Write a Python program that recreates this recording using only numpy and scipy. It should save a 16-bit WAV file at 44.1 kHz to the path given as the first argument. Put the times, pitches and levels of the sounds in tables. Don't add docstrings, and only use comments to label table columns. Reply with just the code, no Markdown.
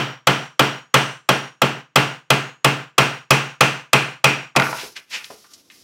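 import sys
import numpy as np
from scipy import signal
from scipy.fft import rfft, irfft, next_fast_len
from scipy.io import wavfile
from scipy.ndimage import uniform_filter1d, minimum_filter1d

SR = 44100
rng = np.random.default_rng(int(sys.argv[2]) if len(sys.argv) > 2 else 0)


def log_audio(samples):
    frames = np.atleast_2d(samples).T
    limited = np.clip(frames, -1, 1)
    pcm = np.round(limited * 32767).astype(np.int16)
    wavfile.write(sys.argv[1], SR, pcm)


N = 257103

# start in seconds, force in dB, steel ring relative to the force in dB.
HAMMER_BLOWS = [(-.055, 1, -10), (0.2718, 1.54, -3.5), (0.5947, 1.5, -4), (0.9419, 3, 2), (1.2902, 0, -1.5),
                (1.6189, -2, -8.5), (1.959, 2.4, -2), (2.3042, 0.5, -1), (2.6461, 0.5, -7.5),
                (2.982, 2.6, -1), (3.3072, 2.36, 1.5), (3.6084, 1.75, 1), (3.9322, 1.3, 3), (4.2429, 0, 5),
                (4.5624, -10, -3)]
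# frequency in Hz, relative level in dB,
# 60 dB decay time in seconds.
TABLE_MODES = [(138.96, -14, 0.39), (123.1, -27, .5), (159, -30.5, 0.57), (244.1, -24.5, 0.37),
               (298.85, -20, 0.3), (432, -23, .25), (529, -20.5, 0.15), (621, -17, 0.14), (714, -20.5, .22),
               (843.3, -14, 0.14), (1060, -19, 0.14), (1102, -25.5, .4), (1202, -25, 0.36),
               (1287, -19, 0.17), (1354, -18.5, 0.19), (1624, -24.5, 0.39), (2075, -26, 0.18),
               (2395, -26, 0.38), (2470, -29, 0.33), (2536, -23, 0.16), (2690, -26, 0.23),
               (3055, -25.5, .27), (3200, -25, .24)]
# frequency in Hz, relative level in dB,
# 60 dB decay time in seconds.
STEEL_MODES = [(4165, -41, .7), (4850, -46, .65), (5640, -36, .75), (5662, -38, .7), (6131, -41, .65),
               (6443, -46, .65), (6686, -54, 4), (7353, -56, 1.8), (7601, -45, .65), (7854, -52, .6),
               (8179, -51, .6), (8400, -49, .65), (8952, -44, .65), (10088, -51, .65)]
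# band centre in Hz, band gain in dB, 60 dB decay time in seconds.
CRACK_BANDS = [(50, -37.5, .12), (157, -16, 0.058), (406, 3, 0.13), (900, 7.5, 0.044), (1300, 11.5, 0.03),
               (1860, 2, 0.06), (3070, 2.5, 0.044), (5100, 2.5, 0.02), (7900, -4.5, 0.022),
               (15000, -11.5, 0.024)]
# band centre in Hz, band gain in dB, 60 dB decay time in seconds.
ROOM_BANDS = [(40, -14.5, 0.22), (93.5, -13, 0.34), (270, -2, 0.36), (577, -4, 0.4), (1450, -4, 0.5),
              (1860, -7, 0.48), (3140, -10, 0.45), (3785, -16, 0.45), (5700, -20, 0.42), (11000, -30, 0.26),
              (15000, -38, 0.48)]
# start in seconds, relative level in dB, centre in Hz,
# 60 dB decay time in seconds.
TUMBLE_KNOCKS = [(4.5515, -13.5, 910, 0.13), (4.5646, -9.5, 4300, 0.045), (4.568, 5, 666, 0.054),
                 (4.598, 4, 1640, 0.02), (4.608, -11, 1100, 0.017), (4.621, -3.5, 1550, .024),
                 (4.667, -12, 1390, 0.018), (4.692, -7, 590, 0.024), (4.728, -9, 850, 0.045),
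                 (4.832, -23, 440, 0.12), (5.243, -23.5, 3300, .025), (5.302, -17.5, 468, 0.082),
                 (5.443, -38, 1364, 0.096), (5.535, -36, 5240, 0.079), (5.7, -37, 2450, 0.1)]
# time of the peak in seconds, rise scale in seconds, peak level in dB.
DRAG_STROKES = [(4.798, 0.018, -32), (4.967, 0.0056, -29.5), (5.144, 0.013, -25.5)]
# frequency in Hz, relative level in dB.
DRAG_SPECTRUM = [(120, -58), (200, -37), (836, -26), (1350, -22), (1480, -19), (1650, -19.5), (2330, -13),
                 (2650, -12.5), (5840, -21.5), (16000, -54)]
# start in seconds, length in seconds, level in dB.
SLEEVE_STROKES = [(4.57, 0.26, -36.5), (5.093, 0.33, -46), (5.538, 0.083, -61), (5.705, .12, -53.5)]
# frequency in Hz, relative level in dB.
SLEEVE_SPECTRUM = [(200, -5.5), (800, -18), (2500, -4), (5500, 4.5), (8000, -5.5), (11000, -3.5),
                   (15500, -11.5)]
# frequency in Hz, relative level in dB.
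HUSH_SPECTRUM = [(30, -14), (130, 8), (300, 12.5), (700, 1.5), (2500, -12.5), (6000, -20.5), (15000, -35.5)]

TIME = np.arange(N) / SR
AGE = np.arange(SR) / SR
CUT_HZ, CUT_HZ_PER_BLOW = 3050, -39.5
CUT_DB, GRIP_DB, GRIP_POWER = 5, 8, 6
STEEL_DAMPING_DB_PER_S = 2.9
TREBLE_DB, TREBLE_DB_PER_BLOW = -3.5, 0.358
THUMP_DB = 2.75
SCRAPE_FALL = 1.66
SLIDE_ATTACK_S, SLIDE_RELEASE_DB_PER_S = 0.02, 83
TOP_HZ = 15800


def undb(db):
    return 10 ** (np.asarray(db) / 20)


def add(track, s, sound):
    start = int(round(s * SR))
    part = sound[max(-start, 0):N - start]
    begin = max(start, 0)
    track[begin:begin + len(part)] += part


def fade(t60):
    return np.exp(-np.log(1000) * AGE / t60)


def band(x, hz, width_hz):
    w = 2 * np.pi * hz / SR
    a = np.sin(w) * width_hz / hz / 2
    return signal.lfilter([a, 0, -a], [1 + a, -2 * np.cos(w), 1 - a], x)


def boost(x, db, hz, width_hz):
    return (undb(db) - 1) * band(x, hz, width_hz)


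def colour(x, hz, gain):
    size = next_fast_len(len(x))
    f = np.maximum(np.fft.rfftfreq(size, 1 / SR), 1)
    return irfft(rfft(x, size) * gain(np.log(f), np.log(hz)), size)[:len(x)]


def tinted(x, points):
    hz, db = np.transpose(points)
    y = colour(x, hz, lambda f, at: undb(np.interp(f, at, db)))
    return y / np.std(y)


def wash(noise, rows):
    hz, db, t60 = np.transpose(rows)
    total = np.zeros(len(noise))
    for pick, band_db, band_t60 in zip(np.eye(len(hz)), db, t60):
        one_band = colour(noise, hz, lambda f, at: np.interp(f, at, pick))
        total += one_band * undb(band_db) * fade(band_t60)
    return total


def modes(rows):
    ringing = []
    for hz, db, t60 in rows:
        swing = np.sin(2 * np.pi * (hz * AGE + rng.random()))
        ringing.append(undb(db) * fade(t60) * swing)
    return np.array(ringing)


def struck(ringing, scatter_db):
    return undb(scatter_db * rng.standard_normal(len(ringing))) @ ringing


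def hammering(room, alike=0.68, touch_db=-22, touch_s=0.0024, build_s=0.003, table_db=-2.5, steel_db=-1.5):
    out = np.zeros(N)
    table = modes(TABLE_MODES)
    crack = wash(rng.standard_normal(SR), CRACK_BANDS)
    build = 1 - np.exp(-AGE / build_s)
    for depth, (s, force_db, ring_db) in enumerate(HAMMER_BLOWS):
        own_crack = wash(rng.standard_normal(SR), CRACK_BANDS)
        own_room = wash(rng.standard_normal(SR), ROOM_BANDS)
        shared_part = crack + build * room
        own_part = own_crack + build * own_room
        hit = np.sqrt(alike) * shared_part + np.sqrt(1 - alike) * own_part
        hit = hit + build * undb(table_db) * struck(table, scatter_db=1.6)

        cut_hz = CUT_HZ + CUT_HZ_PER_BLOW * depth
        cut_db = CUT_DB + GRIP_DB * (depth / (len(HAMMER_BLOWS) - 1)) ** GRIP_POWER
        treble_db = TREBLE_DB + TREBLE_DB_PER_BLOW * depth
        hit = hit + boost(hit, cut_db, cut_hz, 470)
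        thump = boost(hit, THUMP_DB - force_db, 200, 350)
        hit = hit + thump + boost(hit, treble_db, 9000, 12000)

        damping_db = STEEL_DAMPING_DB_PER_S * depth * AGE
        steel = struck(modes(STEEL_MODES), scatter_db=4.0)
        hit = hit + undb(steel_db + ring_db - damping_db) * steel
        add(out, s, undb(force_db) * hit)
        add(out, s - touch_s, undb(force_db + touch_db) * own_crack)
    return out


def knocking(table_db=-42):
    out = np.zeros(N)
    for s, db, hz, t60 in TUMBLE_KNOCKS:
        burst = rng.standard_normal(SR) * fade(t60)
        knock = band(band(burst, hz, hz), hz, hz)
        add(out, s, 2 * undb(db) * knock)
    table = modes(TABLE_MODES).sum(axis=0)
    return out + undb(table_db) * signal.fftconvolve(out, table)[:N]


def scraping(grain_db=4):
    pressure = np.zeros(N)
    for s, rise, db in DRAG_STROKES:
        flank = np.where(TIME < s, rise, SCRAPE_FALL * rise)
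        pressure += undb(db) * np.exp(-np.abs((TIME - s) / flank) ** 1.4 / 2)
    grit = rng.standard_normal(N) * undb(grain_db * rng.standard_normal(N))
    return pressure * tinted(grit, DRAG_SPECTRUM)


def sliding(flutter_db=2, flutter_hz=70):
    steps = rng.standard_normal(N)
    flutter = np.interp(TIME * flutter_hz, np.arange(N), steps)
    speed = np.zeros(N)
    for s, length, db in SLEEVE_STROKES:
        attack = np.clip((TIME - s) / SLIDE_ATTACK_S, 0, 1)
        release_db = SLIDE_RELEASE_DB_PER_S * np.maximum(TIME - s - length, 0)
        speed += attack * undb(db - release_db)
    return speed * undb(flutter_db * flutter) * tinted(rng.standard_normal(N), SLEEVE_SPECTRUM)


def still_room(hush_db=-62):
    return undb(hush_db) * tinted(rng.standard_normal(N), HUSH_SPECTRUM)


def scene(wet_db=-30):
    room = wash(rng.standard_normal(SR), ROOM_BANDS)
    handling = knocking() + scraping()
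    echo = undb(wet_db) * signal.fftconvolve(handling, room)[:N]
    return (hammering(room) + handling + echo + sliding() + still_room())[None]


def gate(x, open_db=-35, slope=0.99, depth_db=12, size=1100, order=14000):
    power = uniform_filter1d(x ** 2, size, origin=(size - 1) // 2)
    level_db = 10 * np.log10(np.abs(power) + 1e-12)
    loudest_db = -minimum_filter1d(-level_db, order, origin=(order - 1) // 2)
    threshold_db = np.minimum(open_db, loudest_db - 16.0)
    return x * undb(-np.clip(slope * (threshold_db - level_db), 0, depth_db))


def record(dry, ceiling=0.68, knee=4, low_cut_hz=50):
    x = gate(dry[0])
    x = x / (1 + np.abs(x / ceiling) ** knee) ** (1 / knee)
    low_cut = signal.butter(2, low_cut_hz, "high", fs=SR, output="sos")
    high_cut = signal.ellip(10, .2, 80, TOP_HZ, fs=SR, output="sos")
    return signal.sosfilt(high_cut, signal.sosfilt(low_cut, x))[None]


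dry = scene()
out = record(dry)
log_audio(out)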